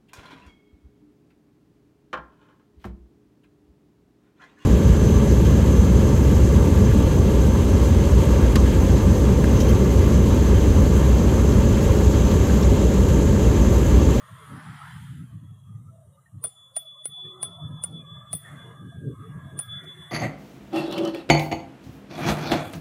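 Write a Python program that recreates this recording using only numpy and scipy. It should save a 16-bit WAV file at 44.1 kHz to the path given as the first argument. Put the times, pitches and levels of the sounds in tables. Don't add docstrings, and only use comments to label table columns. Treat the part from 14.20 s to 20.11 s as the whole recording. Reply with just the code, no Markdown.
import sys
import numpy as np
from scipy import signal
from scipy.io import wavfile
from scipy.ndimage import uniform_filter1d

SR = 44100
rng = np.random.default_rng(int(sys.argv[2]) if len(sys.argv) > 2 else 0)


def undo_db(level):
    steps = np.asarray(level, float) / 20
    return 10 ** steps


def store_wav(level_fs):
    pcm = np.round(np.clip(np.atleast_2d(level_fs), -1, 1) * 32767)
    wavfile.write(sys.argv[1], SR, pcm.T.astype(np.int16))


N = 260631


def evened(x):
    return x / np.sqrt(np.mean(x ** 2) + 1e-20)


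def read(points, hz):
    f, value = np.transpose(points)
    return np.interp(np.log(hz + 1), np.log(f + 1), value, left=-90, right=-90)


def along(rows, column):
    rows = np.asarray(rows)
    return np.interp(np.arange(N) / SR, rows[:, 0], rows[:, column])


def add(mix, s, sound):
    part = mix[round(s * SR):][:len(sound)]
    part += sound[:len(part)]


def slow(hz):
    low_pass = signal.butter(2, hz, fs=SR, output="sos")
    return evened(signal.sosfiltfilt(low_pass, rng.standard_normal(N)))


def noise(colour, size, patch_db, patch_hz, patch_s):
    hop = size // 4
    frames, hz = N // hop + 5, np.fft.rfftfreq(size, 1 / SR)
    a, b, patches = rng.standard_normal((frames, len(hz), 3)).T
    patches = uniform_filter1d(patches, max(1, round(patch_hz * size / SR)), 0)
    patches = evened(uniform_filter1d(patches, max(1, round(patch_s * SR / hop)), 1))
    z = (a + 1j * b) * undo_db(read(colour, hz)[:, None] + patch_db * patches)
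    return evened(signal.istft(z, nperseg=size, noverlap=size - hop)[1][:N])


def resonate(x, hz, width):
    turn = np.exp(2j * np.pi * np.cumsum(hz * np.ones(len(x))) / SR)
    r = np.exp(-np.pi * width / SR)
    return 2 * (turn * signal.lfilter([1 - r], [1, -r], x / turn)).real


def narrow(x, hz, width):
    return evened(resonate(resonate(x, hz, width), hz, width))


def band(x, order, edges_hz):
    return evened(signal.sosfilt(signal.butter(order, edges_hz, "band", fs=SR, output="sos"), x))


def steadied(x, size):
    return evened(x / (uniform_filter1d(x ** 2, size) + .02 * np.mean(x ** 2)) ** .22)


# (time [s], level [dB], share of road grit [dB])
MOTORBIKE = [
    (0, -51.5, -67),
    (.3, -46.5, -64),
    (.4, -40, -68),
    (.67, -38, -62.5),
    (.85, -47, -63.5),
    (1.0, -53.5, -68),
    (1.1, -59, -73),
    (1.3, -80.5, -93.5),
]
# (frequency [Hz], level [dB per Hz])
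EXHAUST = [(290, -73.5), (500, -26), (728, -7.5), (794, -1.5), (1120, -1.5), (1220, 3), (1670, -4),
           (1980, -5.5), (2400, -14), (3340, -19.5), (5000, -22.5), (6500, -36.5), (11000, -120)]


def motorbike():
    wash = noise(EXHAUST, size=1024, patch_db=3, patch_hz=120, patch_s=0.06)
    gone = np.clip((1.5 - np.arange(N) / SR) / .3, 0, 1)
    return undo_db(along(MOTORBIKE, column=1) - 8.5) * wash * gone


# (time [s], level [dB])
BREEZE = [(0, -58), (.3, -49), (.7, -49), (1.05, -44), (1.4, -50), (1.75, -54), (2.1, -63), (2.8, -68),
          (3.15, -57), (3.55, -44), (3.85, -49), (4.2, -52), (4.55, -50), (4.9, -46), (5.25, -46),
          (5.6, -53), (5.91, -53)]
# (peak time [s], length [s], buffet level [dB], low flutter below it [dB], high flap below it [dB])
GUSTS = [(0.135, 0.046, -39, -38, -34), (0.35, 0.085, -34, -6, -19), (0.5, 0.075, -36, -11, -27),
         (0.763, 0.059, -37, -30, -37), (0.838, 0.05, -35, -19, -47), (0.929, 0.066, -35, -16, -41),
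         (1.01, 0.078, -35, -10, -36), (1.149, 0.048, -33, -18, -37), (1.233, 0.05, -40, -13, -36),
         (1.319, 0.046, -40, -26, -36), (1.531, 0.095, -37, -25, -34), (1.602, 0.094, -42, -19, -31),
         (1.701, 0.105, -44, -20, -31), (1.881, 0.058, -47, -27, -22), (2.174, 0.059, -36, -19, -44),
         (2.252, 0.05, -44, -19, -5), (2.906, 0.044, -49, -20, -16), (3.065, 0.046, -42, -18, -10),
         (3.27, 0.091, -43, -14, -13), (3.446, 0.055, -31, -19, -27), (3.522, 0.053, -32, -12, -27),
         (3.755, 0.11, -38, -9, -13), (3.921, 0.044, -35, -28, -26), (3.98, 0.055, -40, -23, -27),
         (4.144, 0.043, -35, -16, -17), (4.349, 0.095, -42, -10, -22), (4.407, 0.063, -43, -19, -20),
         (4.495, 0.107, -42, -17, -14), (4.648, 0.097, -38, -7, -16), (4.78, 0.054, -33, -15, -21),
         (4.877, 0.086, -27, -7, -9), (5.01, 0.054, -43, -5, -13), (5.1, 0.055, -37, -15, -22),
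         (5.175, 0.046, -32, -18, -22), (5.259, 0.06, -37, -9, -27), (5.361, 0.062, -36, -11, -11),
         (5.51, 0.064, -40, -22, -26), (5.561, 0.051, -40, -26, -32), (5.655, 0.085, -45, -8, -8),
         (5.811, 0.045, -44, -13, -16)]
GUST_HZ = [123, 142, 149, 126, 134, 143, 150, 144, 128, 120, 116, 119, 135, 111, 122, 112, 140, 151, 149,
           138, 137, 155, 141, 134, 131, 160, 142, 154, 137, 122, 141, 134, 142, 154, 126, 145, 123, 149,
           151, 149]
# (frequency [Hz], level [dB per Hz])
BUFFET = [(12, -70), (20, -44), (43, -32), (91, -2), (113, 0), (184, -4), (264, -23), (300, -31),
          (357, -26), (400, -24), (520, -54), (880, -120)]


def wind():
    t = np.arange(N) / SR
    lumps = undo_db(1.7 * slow(hz=18))
    low = noise(BUFFET, size=2048, patch_db=1.0, patch_hz=40, patch_s=0.013)
    pitch = np.interp(t, np.transpose(GUSTS)[0], GUST_HZ) + 6 * slow(hz=10)
    throb = steadied(resonate(low, pitch, 45), size=600)
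    buffet = evened(lumps * (throb + .45 * low))
    flutter = noise([(190, -26.5), (225, -6), (290, -11), (350, -34)],
                    size=2048, patch_db=1.5, patch_hz=40, patch_s=0.044)
    flap = noise([(290, -45.0), (330, 3.5), (480, -3.5), (620, -18.5)],
                 size=2048, patch_db=1.0, patch_hz=60, patch_s=0.035)
    push = undo_db(along(BREEZE, column=1) + np.array([[0], [-27], [-34]]))
    for s, length, db, flutter_db, flap_db in GUSTS:
        length = 1.2 * length
        near = slice(max(round((s - length) * SR), 0), round((s + length) * SR))
        bump = np.cos(np.pi / 2 * (t[near] - s) / length) ** 3
        shape = abs(bump) ** [[.9], [.9], [1]]
        peak = undo_db(db - 3 + np.array([[0], [flutter_db], [flap_db]]))
        push[:, near] = np.hypot(push[:, near], peak * shape)
    push *= undo_db(-.5)
    port = signal.butter(2, [62, 235], "band", fs=SR, output="sos")
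    out = undo_db(.7) * signal.sosfiltfilt(port, push[0] * buffet)
    out += push[1] * evened(lumps * steadied(flutter, size=1200))
    return out + push[2] * evened(lumps * steadied(flap, size=1000))


# (time [s], road roar level [dB], nearness of the closest tyres [dB])
STREET = [(0, -56, -64), (.35, -49, -55), (.8, -76, -58.5), (1.1, -62.5, -70), (1.4, -63, -75),
          (1.7, -62.5, -76.5), (2.5, -61.5, -76), (3.04, -59.5, -74.5), (3.2, -53, -72.5),
          (3.87, -57.5, -74), (4.22, -60.5, -64), (4.28, -51.5, -50), (4.6, -56, -69), (4.85, -64.5, -72.5),
          (5.05, -57, -65.5), (5.2, -55, -63.5), (5.45, -57, -65.5), (5.62, -56.5, -55), (5.91, -57, -58)]
# (frequency [Hz], level [dB per Hz])
ROAR = [(260, -17), (450, -9), (620, -0.5), (850, -7.5), (1150, 3.5), (1300, 3), (1500, -23.5), (1800, -44)]
# (frequency [Hz], level [dB per Hz])
WHINE = [(1300, -4.5), (1500, -4.5), (1650, 1), (1800, -2), (2100, -6), (2500, -22.5), (2900, -41),
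         (3300, -13.5)]
# (frequency [Hz], level [dB per Hz])
GRIT = [(2300, -10), (2700, -2), (3300, 6), (3900, -3), (4400, -14), (5500, -21), (6500, -20)]
# (frequency [Hz], level [dB per Hz])
HISS = [(4800, -48), (5500, -17), (7200, -9.5), (8600, -6), (9700, -2.5), (11900, -12.5), (14900, -17),
        (15450, -14.5), (15600, -66.5)]


def street():
    roar = noise(ROAR, size=2048, patch_db=4.2, patch_hz=50, patch_s=.14)
    whine = noise(WHINE, size=2048, patch_db=4.6, patch_hz=50, patch_s=.14)
    grit = noise(GRIT, size=1024, patch_db=3.5, patch_hz=130, patch_s=0.14)
    hiss = noise(HISS, size=1024, patch_db=1.7, patch_hz=260, patch_s=.3)
    tyres_db = along(STREET, column=2)
    traffic = undo_db(along(STREET, column=1)) * roar + undo_db(tyres_db) * whine
    near_db = tyres_db + 60
    bike = undo_db(along(MOTORBIKE, column=2))
    grit_level = np.hypot(undo_db(-70.5 + 0.48 * near_db), bike)
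    hiss_level = np.hypot(undo_db(-64 + 0.18 * near_db), undo_db(-0.5) * bike)
    return traffic + grit_level * grit + hiss_level * hiss


# (time [s], frequency [Hz])
GROUND_DIP = [(0, 740), (.25, 720), (.45, 560), (.75, 540), (.95, 800), (1.3, 800)]


def road_echo(x):
    depth = np.clip((1.15 - np.arange(N) / SR) / .5, 0, .85)
    return x - depth * resonate(x, along(GROUND_DIP, column=1), 260)


# (time [s], length [s], start pitch [Hz], end pitch [Hz], level [dB])
SQUEAKS = [(1.429, 0.21, 1215, 1227, -67), (1.683, .22, 670, 610, -61.5), (1.969, 0.032, 1204, 1280, -60.5),
           (2.05, 0.046, 1860, 1820, -64), (2.584, .11, 697, 604, -61), (2.95, 0.33, 381, 365.4, -54),
           (3.03, 0.071, 1270, 1194, -60.5), (3.034, 0.059, 1770, 1860, -69),
           (3.031, 0.076, 2370, 2460, -72), (3.366, 0.088, 725, 633, -55), (3.383, 0.29, 1700, 1620, -69),
           (3.74, 0.49, 1143, 1200, -55.5), (3.765, .12, 2490, 2400, -71.5), (3.746, 0.42, 1665, 1640, -69),
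           (4.24, 0.058, 1895, 1740, -49), (4.407, 0.16, 476, 447, -57), (4.913, .18, 1245, 1220, -55),
           (4.944, 0.87, 1626, 1660, -57), (5.636, 0.023, 680, 660, -54.5),
           (1.085, 0.55, 3380, 3290, -73.5), (4.198, 0.85, 1673, 1598, -60), (.19, .08, 460, 400, -61),
           (.26, .2, 560, 620, -61), (4.71, .07, 690, 660, -57), (5.02, .08, 420, 450, -52),
           (1.915, .06, 3800, 3750, -80), (1.92, .06, 2950, 2900, -80), (2.71, .1, 1080, 1060, -64),
           (2.77, .07, 640, 600, -63), (2.96, .07, 720, 700, -61), (0, .26, 1130, 1100, -56),
           (2.229, .014, 900, 1200, -52), (1.875, 0.13, 525, 570, -66.5), (5.477, 0.22, 1440, 1395, -57.5),
           (5.582, 0.31, 370.4, 363, -56.5)]
# (time [s], length [s], level [dB])
RATTLE = (5.630, .026, -64)


def squeaks():
    out = np.zeros(N)
    for s, length, hz, end_hz, db in SQUEAKS:
        width = max(23 + 0.028 * hz, 5)
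        chance = rng.standard_normal((SR, 2)) @ [1, 1j]
        low_pass = signal.butter(2, width / 2, fs=SR, output="sos")
        fuzz = signal.sosfilt(low_pass, chance)[-round(length * SR):]
        glide = np.exp(2j * np.pi * np.cumsum(np.linspace(hz, end_hz, len(fuzz))) / SR)
        core = 30 / width
        tone = evened(((fuzz / np.std(fuzz) + core) * glide).real)
        add(out, s, undo_db(db) * tone * signal.windows.tukey(len(tone), .7))
    s, length, db = RATTLE
    brush = evened(resonate(rng.standard_normal(SR), 6000, 7000))[:round(length * SR)]
    add(out, s, undo_db(db) * brush * np.hanning(len(brush)))
    return out


def gate(x):
    z = signal.stft(x, nperseg=1024, noverlap=768)[2]
    power = uniform_filter1d(uniform_filter1d(abs(z) ** 2, size=9, axis=1), size=3, axis=0)
    level_db = 10 * np.log10(power + 1e-16)
    over_db = level_db - np.percentile(level_db, 20, axis=1, keepdims=True)
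    cut_db = -6 * np.clip(1.5 - over_db / 6, 0, 1.5)
    return signal.istft(z * undo_db(cut_db), nperseg=1024, noverlap=768)[1][:N]


# (fade time [s], fade level [dB], crest time [s], crest level [dB])
HUM = [(2.24, -54, 2.255, -46.6), (2.283, -79, 2.325, -58.5), (2.345, -75, 2.392, -52.4),
       (2.54, -71, 2.6, -44.5), (2.647, -63, 2.688, -42.6), (2.766, -53, 2.819, -45.1),
       (2.832, -64, 2.843, -47.0), (2.889, -66, 2.997, -37.5), (3.174, -61, 3.181, -52.1),
       (3.187, -60, 3.257, -41.9), (3.301, -55, 3.348, -44.2), (3.381, -61, 3.445, -44.3),
       (3.498, -67, 3.629, -48.3), (3.64, -56, 3.68, -49.7), (3.714, -63, 3.768, -42.9),
       (3.836, -73, 3.93, -45.6), (4.051, -70, 4.118, -49.9), (4.134, -55, 4.146, -46.0),
       (4.175, -61, 4.201, -54.7), (4.233, -60, 4.252, -52.6), (4.35, -86, 4.414, -49.9),
       (4.509, -65, 4.521, -60.0), (4.537, -75, 4.596, -57.7), (4.642, -80, 4.659, -64.2),
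       (4.671, -70, 4.693, -59.3), (4.839, -88, 4.923, -65.2), (4.943, -76, 4.965, -71.4),
       (4.978, -88, 5.059, -62.9), (5.163, -88, 5.303, -62.7), (5.338, -76, 5.391, -57.7),
       (5.391, -58, 5.426, -47.7), (5.475, -64, 5.539, -36.3), (5.624, -55, 5.631, -50.4),
       (5.651, -60, 5.693, -41.7), (5.76, -64, 5.824, -45.9), (5.894, -56, 5.907, -46.8)]
# (time [s], pitch [Hz])
HUM_PITCH = [(2.26, 3441), (2.33, 3447), (2.5, 3443), (2.6, 3436), (2.73, 3437), (2.87, 3448), (3.05, 3441),
             (3.2, 3438), (3.35, 3448), (3.52, 3450), (3.63, 3435), (3.72, 3440), (3.85, 3432),
             (3.97, 3449), (4.1, 3447), (4.27, 3438), (4.45, 3442), (4.56, 3453), (4.7, 3442), (5.05, 3435),
             (5.4, 3440), (5.62, 3448), (5.9, 3444)]


def hum():
    null_s, null_db, crest_s, crest_db = np.transpose(HUM)
    t = np.arange(N) / SR
    turns_s = np.ravel([null_s, crest_s], "F")
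    way = np.interp(t, turns_s, np.arange(2 * len(HUM)) % 2)
    beat = np.maximum(np.searchsorted(null_s, t) - 1, 0)
    low = undo_db(null_db)[np.minimum(np.searchsorted(crest_s, t), len(HUM) - 1)]
    level = low + (undo_db(crest_db)[beat] - low) * np.sin(np.pi / 2 * way)
    level = undo_db(-.8) * uniform_filter1d(level * (t > null_s[0]), size=120)
    echoes = noise([(3150, -30), (3300, -13), (3420, -9), (3500, -3), (3525, 0), (3560, -14), (3680, -30)],
                   size=4096, patch_db=3, patch_hz=20, patch_s=.06)
    echoes *= undo_db(-24) * uniform_filter1d(level, size=6000)
    hz = along(HUM_PITCH, column=1) + 2 * slow(hz=8)
    level *= undo_db(1 * slow(hz=30))
    return level * np.sqrt(2) * np.sin(2 * np.pi * np.cumsum(hz) / SR) + echoes


def around(t, db, t60, early_db, rise):
    return undo_db(db - 60 * np.maximum(t, 0) / t60 + early_db * (t < 0) + rise * np.minimum(t, 0))


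def bright_ring(t, scrape, ring, rebound_db, t60, bounce):
    hz = 9452
    rebound, turns, damp_db, tail_db, _ = bounce
    after, before, late = np.maximum(t, 0), np.minimum(t, 0), np.maximum(t - rebound, 0)
    first = (t > 0) * undo_db(-150 * after - damp_db * np.maximum(t - ring, 0))
    second = (1 - np.exp(-late / .002)) * undo_db(rebound_db - 60 * late / t60 - 5000 * late ** 2)
    beat_hz, phase = 50 + 30 * rng.random(), 2 * np.pi * rng.random()
    second *= 1 + 0.22 * np.cos(2 * np.pi * beat_hz * late + phase)
    tone = first * np.sin(2 * np.pi * hz * t) + second * np.sin(2 * np.pi * (hz * t + turns))
    wind_up = (t < -.001) * undo_db(-17 + 850 * before - 12000 * before ** 2) * narrow(scrape, hz, 320)
    street_tail = undo_db(tail_db - 60 * after / .5) * narrow(scrape[::-1], 9660, 140)
    return tone + wind_up + street_tail * (t > 0)


# (frequency [Hz], level [dB], 60 dB decay [s])
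SHELL = [(9095, -17, .035), (9280, -20, .04), (9640, -17, .06), (10450, -30, .05), (8550, -32, .04),
         (12800, -50, .04), (13600, -18, .006), (11800, -21, .006), (15200, -18, .005)]


def shell_ring(t, scrape, bracket_db):
    after = np.maximum(t, 0)
    out = undo_db(bracket_db - 60 * after / 0.13) * evened(resonate(scrape, 720, 790))
    for hz, db, t60 in SHELL:
        out += undo_db(db - 60 * after / t60) * np.sin(2 * np.pi * hz * t + 2 * np.pi * rng.random())
    return out * (t > 0)


def slow_rings(t, top_db, swell, side_db):
    after = np.maximum(t, 0)
    hump = (after / swell * np.exp(1 - after / swell)) ** 2
    tail = .45 * (1 - np.exp(-(after / swell) ** 2)) * undo_db(-60 * after / .3)
    top = undo_db(top_db) * (hump + tail) * np.sin(2 * np.pi * 14640 * t)
    side = undo_db(side_db - 60 * after / .9) * (1 - np.exp(-after / .04))
    return top + side * np.sin(2 * np.pi * 7148 * t)


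SIZZLE_HZ = [7000, 15200]


def dry_noises(t, scrape, grit, tick_db, snap_db, sizzle_db, chatter_db, chatter_t60, echo_db):
    after, before = np.maximum(t, 0), np.minimum(t, 0)
    tick = (t > 0) * (np.exp(-after / .0005) + .14 * np.exp(-after / .006))
    tick += (t < 0) * .015 * np.exp(before / .004)
    out = undo_db(tick_db) * tick * grit
    out += around(t, sizzle_db + 6, .13, -7, 1100) * band(scrape, 4, SIZZLE_HZ)
    out += undo_db(-41) * np.cos(2 * np.pi * 2400 * t) * np.exp(-(t / .0002) ** 2)
    out += undo_db(snap_db) * np.cos(2 * np.pi * 13500 * t) * np.exp(-(t / .00009) ** 2)
    clicks = scrape * (rng.random(len(t)) < 1400 / SR)
    out += around(t, chatter_db, chatter_t60, -10, 1000) * narrow(clicks, 4550, 1100)
    return out + around(t, echo_db, .62, 8, 1200) * band(scrape[::-1], 2, [1800, 5200])


def blow(strike, clunk, bounce, snap_db, side_db, bracket_db, landing, grit):
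    s, db, ring, rebound_db, t60 = strike
    clunk_db, clunk_hz, top_db, swell, tick_db = clunk
    rise, chatter_db, chatter_t60, echo_db = landing
    lead = .03
    t = np.arange(-lead, .6, 1 / SR)
    scrape = rng.standard_normal(len(t))
    grit = grit[round(s * SR) - len(t):][:len(t)]
    rings = bright_ring(t, scrape, ring, rebound_db, t60, bounce) + shell_ring(t, scrape, bracket_db)
    knock = np.sin(np.pi * np.clip(t / (2 * rise), 0, 1)) ** 2 * np.sin(2 * np.pi * clunk_hz * t)
    tones = undo_db(db) * rings + slow_rings(t, top_db, swell, side_db) + undo_db(clunk_db) * knock
    dry_part = dry_noises(t, scrape, grit, tick_db, snap_db, bounce[4], chatter_db, chatter_t60, echo_db)
    return s - lead, np.sqrt(2) * tones + dry_part


# (time [s], frequency [Hz], level [dB])
CLATTER = [(2.2462, 1160, -44), (2.2403, 1420, -41), (2.2461, 2180, -57), (2.2566, 2900, -57),
           (2.2398, 4260, -51), (2.2398, 4620, -49), (2.5659, 1300, -50), (2.5683, 1890, -52),
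           (2.5684, 2150, -53), (2.5654, 2500, -52), (2.5654, 2910, -51), (2.5706, 4280, -50),
           (2.8554, 1440, -51), (2.8583, 2150, -51), (2.8554, 2910, -53), (2.8554, 3160, -50),
           (2.8569, 3980, -62), (2.8554, 4650, -53), (3.2292, 1060, -40), (3.2294, 1600, -47),
           (3.233, 2230, -50), (3.2292, 2910, -50), (3.2292, 3910, -51), (3.2292, 4680, -48),
           (3.638, 1420, -44), (3.6421, 2100, -52), (3.638, 2930, -47), (3.638, 3880, -51),
           (3.638, 4180, -53), (3.6388, 4670, -58), (4.13, 1280, -44), (4.1337, 2030, -52),
           (4.1358, 2660, -56), (4.13, 3740, -48), (4.1364, 4340, -53), (4.13, 5220, -52),
           (5.3907, 1060, -44), (5.3907, 1390, -46), (5.3907, 1640, -49), (5.3907, 1910, -50),
           (5.3907, 2690, -51), (5.3907, 3140, -48)]


def clatter():
    out, t = np.zeros(N), np.arange(0, .08, 1 / SR)
    for s, hz, db in CLATTER:
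        level = undo_db(db + 3.5 - 60 * t / min(.05, 90 / hz)) * (1 - np.exp(-t / .0008))
        add(out, s, level * np.sin(2 * np.pi * hz * t))
    return out


# (time [s], level [dB], first ring [s], rebound level [dB], rebound decay [s])
BLOWS = [
    (2.2398, -24.5, .019, -9, .13),
    (2.5651, -23, .012, -12, .09),
    (2.8554, -24.5, .003, -6, .12),
    (3.2292, -22.5, .006, -6, .12),
    (3.6380, -23.5, .009, -15, .07),
    (4.1300, -25, .0105, -3, .12),
    (5.3907, -25, .009, -6, .11),
]
# (lever clunk level [dB], clunk pitch [Hz], top tone level [dB], its swell [s], tick level [dB])
CLUNKS = [(-39.5, 640, -51.5, 0.0054, -28), (-34, 677, -54.5, 0.026, -34), (-37, 514, -58.5, .016, -61),
          (-33, 730, -60, .012, -34.5), (-39, 630, -60, 0.0071, -24.5), (-37, 673, -47.5, 0.026, -28),
          (-41.5, 734, -56.5, .03, -29)]
# (wait [s], phase [turns], damping [dB/s], echo tail level [dB], spring sizzle level [dB])
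REBOUNDS = [(.027, .45, 3200, -28, -57), (.016, .05, 2200, -35, -59), (.004, .05, 3100, -33, -63),
            (.010, .48, 4000, -35, -58), (.015, .4, 3300, -35, -57), (.0178, .45, 9000, -24, -55),
            (.014, .25, 3000, -30, -60)]
SNAP_DB = [-22, -26, -34, -27, -27, -23, -29]
SIDE_DB = [-64, -79, -79, -83, -83, -73, -81]
BRACKET_DB = [-26, -32, -40, -30, -34, -30, -26]
# (clunk rise [s], chatter level [dB], chatter decay [s], wall echo level [dB])
LANDINGS = [(.0075, -55, .15, -72), (.0058, -50, .05, -68), (.002, -61, .08, -72), (.0022, -56, .08, -68),
            (.003, -62, .08, -68), (.0055, -55, .14, -66), (.004, -63, .08, -67)]
# (frequency [Hz], level [dB per Hz])
TICK = [(180, -50), (300, -9), (3830, -61), (5430, -97), (6410, -46.5), (8220, 19), (9390, 29),
        (10700, -31), (13800, -31), (16000, -29)]


def bell():
    flat = [(f, d - 16 * np.exp(-((f - 9452) / 900) ** 2)) for f, d in TICK]
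    grit = noise(flat, size=256, patch_db=3, patch_hz=900, patch_s=0)
    out = np.zeros(N)
    for row in zip(BLOWS, CLUNKS, REBOUNDS, SNAP_DB, SIDE_DB, BRACKET_DB, LANDINGS):
        add(out, *blow(*row, grit))
    return out + clatter()


HOLLOW_HZ = [2500, 3150, 3680, 5900]


def hollowed(x, loud):
    hz, t, z = signal.stft(x, SR, nperseg=1024, noverlap=768)
    below = (hz > HOLLOW_HZ[0]) & (hz < HOLLOW_HZ[1])
    above = (hz > HOLLOW_HZ[2]) & (hz < HOLLOW_HZ[3])
    loud_db = 10 * np.log10(abs(uniform_filter1d(loud ** 2, size=5000)) + 1e-12)
    loud_db = loud_db[np.minimum(t * SR, N - 1).astype(int)]
    power = uniform_filter1d(uniform_filter1d(abs(z) ** 2, size=7, axis=0), size=9, axis=1)
    band_db = 10 * np.log10(power + 1e-16)
    hidden = np.clip((loud_db - band_db - 54) / 3, 0, 1) * (below | above)[:, None]
    return signal.istft(z * undo_db(-34 * hidden), SR, nperseg=1024, noverlap=768)[1][:N]


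def scene():
    ring = hum()
    air = wind()
    background = gate(road_echo(motorbike() + street()))
    return (ring + air + hollowed(bell() + background, ring) + squeaks())[None]


def roll_off(x):
    return signal.sosfilt(signal.butter(12, 16650, fs=SR, output="sos"), x)


def record(dry):
    cut = signal.firwin(255, 16400, window=("kaiser", 8), fs=SR)
    mix = signal.oaconvolve(dry, cut[None], "same")
    return roll_off(mix)


dry = scene()
out = record(dry)
store_wav(out)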